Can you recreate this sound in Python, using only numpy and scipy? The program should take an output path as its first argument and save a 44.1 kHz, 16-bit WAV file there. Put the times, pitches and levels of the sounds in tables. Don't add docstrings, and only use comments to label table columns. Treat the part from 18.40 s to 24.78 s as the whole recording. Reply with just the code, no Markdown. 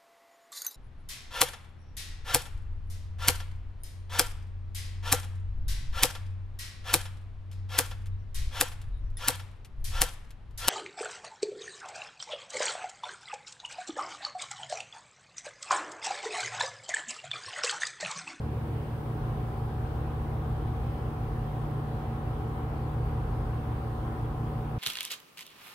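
import sys
import numpy as np
from scipy import signal
from scipy.fft import rfft, irfft, next_fast_len
from scipy.io import wavfile
from scipy.ndimage import uniform_filter1d, map_coordinates

SR = 44100
rng = np.random.default_rng(int(sys.argv[2]) if len(sys.argv) > 2 else 0)


def log_audio(samples):
    frames = np.atleast_2d(samples).T
    limited = np.clip(frames, -1, 1)
    pcm = np.round(limited * 32767).astype(np.int16)
    wavfile.write(sys.argv[1], SR, pcm)


N = 281563

# multiple of the rate, relative level in dB, left over right in dB,
# phase lead of the left ear in radians.
FAN_HARMONICS = [(1, -58.5, 1, -0.2), (3, -40.6, 1, 0.0), (4, -52.4, 0, 0.0), (6, -39.8, 0, -0.2),
                 (8, -57.9, -3, -0.1), (9, -61.8, 0, -0.0), (10, -65.6, -2, -0.1), (12, -52.9, -2, 0.1),
                 (15, -65.3, -3, -0.5)]
# multiple of the rate, level in dB, left over right in dB,
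# phase lead of the left ear in radians.
MAINS_HARMONICS = [(1, -42.3, -1, 0.1), (2, -59.4, 3, -0.2), (3, -67.0, -2, -0.3)]
# multiple of the rate, relative level in dB, left over right in dB,
# phase lead of the left ear in radians.
COMPRESSOR_HARMONICS = [(1, -42.0, 0, -0.2), (2, -38.1, 0, -0.0), (3, -60.3, 1, -0.3), (4, -48.0, 0, 0.1),
                        (5, -56.9, -2, -0.2), (8, -53.7, -1, 0.0), (9, -62.4, -6, -0.6),
                        (10, -63.3, 6, 0.5), (13, -51.1, -5, 0.6), (14, -54.4, 8, 1.2),
                        (15, -61.8, -1, -0.0), (16, -62.3, 0, -1.1), (17, -64.5, -4, 0.9),
                        (19, -65.4, 7, 1.3), (27, -79.0, 2, -0.8), (31, -85.0, -4, 0.1)]
# time in seconds, gain in dB.
DRONE_SWELL = [(0.5, 0), (2.4, 0.7), (4.1, -2.3), (4.55, 2.1), (5.05, 2.5), (5.6, -0.2)]
# frequency in Hz, left-right correlation.
EAR_LIKENESS = [(30, 0.94), (48, 0.98), (130, 0.99), (180, 0.87), (230, 0.95), (400, 0.77), (550, 0.7),
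                (800, 0.52), (1000, 0.59), (1200, 0.0076), (1600, 0.092), (2500, 0), (16000, 0)]
# frequency in Hz, density in dB per Hz before resonances.
RUMBLE_SPECTRUM = [(15, -91), (30, -72), (60, -65), (90, -62.5), (135, -64.5), (168, -69.5), (230, -70),
                   (420, -70), (520, -74), (620, -84.5), (900, -90), (2000, -120)]
# centre in Hz, width in Hz, lift in dB.
ROOM_RESONANCES = [(55, 10, -5), (95, 9.2, 4), (183, 5.2, -1.5), (192, 8.9, 2), (224.7, 26, 3.5),
                   (265.4, 27, -7.5), (326.5, 17.6, 6.5), (420, 18, 4), (565, 21, 6), (617, 39, -10)]
# frequency in Hz, relative density in dB per Hz.
GRILLE_SPECTRUM = [(200, -31), (450, -7.5), (680, -1.5), (880, -4), (1100, -6), (1450, -8.5), (1900, -14.5),
                   (2400, -18.5), (3200, -20.5), (3900, -26), (4800, -29), (6000, -37), (8000, -39),
                   (16000, -51)]
# frequency in Hz, relative density in dB per Hz.
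HISS_SPECTRUM = [(1000, -8), (6000, -4), (7400, -7.5), (8100, -5), (8550, 2), (9200, -1), (11200, -.5),
                 (12400, -2), (13500, 1), (15500, 1)]
# time in seconds, relative level in dB.
HISS_COURSE = [(0.1, -72), (0.13, -70), (4.83, -71), (6.3, -70)]
# frequency in Hz, relative density in dB per Hz.
BOOM_SPECTRUM = [(25, -50), (38, -23), (45.5, 2), (48, -2), (52, -6), (58, -32), (100, -100)]
# frequency in Hz, relative density in dB per Hz.
WHOOSH_SPECTRUM = [(200, -80), (550, -33), (700, 2), (900, -2), (1030, 2.5), (1150, 0), (1380, -8.5),
                   (1600, -12), (2500, -37), (6000, -90)]
# centre in Hz, width in Hz, lift in dB.
VANE_RESONANCES = [(625, 45, -7), (680, 24, 1), (706, 29, -10), (888, 40, -4), (1006, 55, 1),
                   (1202, 30, -5), (1252, 44, 5), (1308, 30, -6), (1342, 44, 7.5)]

FAN_HZ, MAINS_HUM_HZ, COMPRESSOR_HZ = 24.523, 120.0, 57.178
FANS_GAIN_DB, COMPRESSOR_GAIN_DB = 0.27, -0.14
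IN_STEP_S, SLIP_HZ, SLIP_HZ_PER_S = 1.99, 0.1363, -0.0093
TWIN_LOW, TWIN_HIGH = 0.62, 0.25
EMERGE_S = 1
BOOM_SHADE_DB, THRUM_SHADE_DB, WHINE_SHADE_DB, WHOOSH_SHADE_DB = -14, -7, -6, -4.5
GRILLE_DB, HISS_GAIN_DB = -48, 6.7
BOOM_OPEN_DB = -42
WHOOSH_DB, WHOOSH_DB_PER_S = -51.0, 0.29
TOP_HZ = 15730


def amp(db):
    return 10 ** (np.asarray(db) / 20)


def unit(x):
    return x / np.sqrt(np.mean(x ** 2) + 1e-20)


def along(points, hz):
    point_hz, value = np.transpose(points)
    return np.interp(np.log(hz + 1), np.log(point_hz + 1), value)


def bells(resonances, hz):
    return sum(db * np.exp2(-(2 * (hz - centre) / width) ** 2) for centre, width, db in resonances)


def course(rows):
    seconds, value = np.transpose(rows)
    return np.interp(np.arange(N) / SR, seconds, value)


def wobble(rate):
    knots = rng.standard_normal(int(N * rate / SR) + 4)
    return map_coordinates(knots, [np.arange(N) * rate / SR])


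def filtered(x, response):
    m = next_fast_len(N + SR // 2)
    hz = np.fft.rfftfreq(m, 1 / SR)
    return irfft(rfft(x, m) * response(hz), m)[..., :N]


def panned(x, left_db):
    return x * amp(left_db * np.array([[.5], [-.5]]))


def shade():
    emerged = np.clip(np.arange(N) / SR / EMERGE_S, 0, 1)
    return np.cos(np.pi / 2 * emerged ** 2) ** 2


def tones(rate_hz, harmonics, swell, drift, waver_db):
    turns = rate_hz * np.arange(N) / SR + drift * wobble(1.53)
    out = np.zeros((2, N))
    for multiple, db, left_db, lead in harmonics:
        gain = swell.get(multiple, 1) * amp(db + waver_db * wobble(4))
        ear_lead = np.array([[lead], [0]])
        phase = 2 * np.pi * (multiple * turns + rng.random()) + np.angle(gain) + ear_lead
        out += panned(np.abs(gain) * np.sin(phase), left_db)
    return np.sqrt(2) * out


def rush(density_db, lag_s=0):
    def colour(hz):
        turn = np.arccos(np.clip(along(EAR_LIKENESS, hz), -1, 1)) / 2
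        return amp(density_db(hz)) * np.array([np.cos(turn), np.sin(turn)])

    white = rng.standard_normal((2, N)) * np.sqrt(SR / 2)
    mid, side = filtered(white, colour)
    right = filtered(mid - side, lambda hz: np.exp(-2j * np.pi * hz * lag_s))
    return np.array([mid + side, right])


def eddies(x, depth_db):
    spectrum = signal.stft(x, nperseg=512)[2]
    field = rng.standard_normal(spectrum.shape[1:])
    field = uniform_filter1d(field, size=6, axis=0)
    field = uniform_filter1d(field, size=16, axis=1)
    patchy = spectrum * amp(depth_db * unit(field))
    return unit(signal.istft(patchy, nperseg=512)[1][:, :N])


def fans():
    t = np.arange(N) / SR - IN_STEP_S
    slip_turns = SLIP_HZ * t + SLIP_HZ_PER_S * t ** 2 / 2
    beats = {}
    for multiple, share in {3: TWIN_LOW, 6: TWIN_HIGH}.items():
        twin = share * np.exp(-2j * np.pi * multiple * slip_turns)
        beats[multiple] = (1 + twin) / np.hypot(1, share)
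    return amp(FANS_GAIN_DB) * tones(FAN_HZ, FAN_HARMONICS, beats, drift=0.0057, waver_db=1.1)


def mains_hum():
    return tones(MAINS_HUM_HZ, MAINS_HARMONICS, {}, drift=0, waver_db=2.0)


def compressor():
    thrum = amp(THRUM_SHADE_DB * shade())
    drone = amp(course(DRONE_SWELL))
    whine = amp(WHINE_SHADE_DB * shade())
    swell = {1: thrum, 2: drone, 13: whine, 14: whine}
    series = tones(COMPRESSOR_HZ, COMPRESSOR_HARMONICS, swell, drift=0.0012, waver_db=.5)
    return amp(COMPRESSOR_GAIN_DB) * series


def cabinet_rumble():
    noise = rush(lambda hz: along(RUMBLE_SPECTRUM, hz) + bells(ROOM_RESONANCES, hz))
    return amp(0.15 * wobble(3.9)) * noise


def grille_rush():
    return amp(GRILLE_DB) * eddies(rush(lambda hz: along(GRILLE_SPECTRUM, hz)), depth_db=1.25)


def microphone_hiss():
    hiss = eddies(rush(lambda hz: along(HISS_SPECTRUM, hz)), depth_db=1.2)
    level_db = HISS_GAIN_DB + course(HISS_COURSE) + .3 * wobble(12)
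    return panned(amp(level_db) * hiss, left_db=-0.5)


def room_boom():
    boom = unit(rush(lambda hz: along(BOOM_SPECTRUM, hz)))
    return amp(BOOM_OPEN_DB + BOOM_SHADE_DB * shade() ** 3) * boom


def vane_whoosh():
    noise = rush(lambda hz: along(WHOOSH_SPECTRUM, hz) + bells(VANE_RESONANCES, hz), lag_s=0.00013)
    whoosh = eddies(noise, depth_db=0.65)
    level_db = WHOOSH_DB + WHOOSH_DB_PER_S * np.arange(N) / SR + WHOOSH_SHADE_DB * shade()
    return panned(amp(level_db) * whoosh, left_db=2.0)


def scene():
    machines = fans() + mains_hum() + compressor()
    low_noise = cabinet_rumble() + room_boom()
    high_noise = grille_rush() + microphone_hiss() + vane_whoosh()
    return machines + low_noise + high_noise


def record(dry):
    t = np.arange(N) / SR
    ends = np.clip(np.minimum(t, t[::-1]) / .004, 0, 1)
    faded = dry * np.sin(ends * np.pi / 2) ** 2
    return filtered(faded, lambda hz: hz < TOP_HZ)


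dry = scene()
out = record(dry)
log_audio(out)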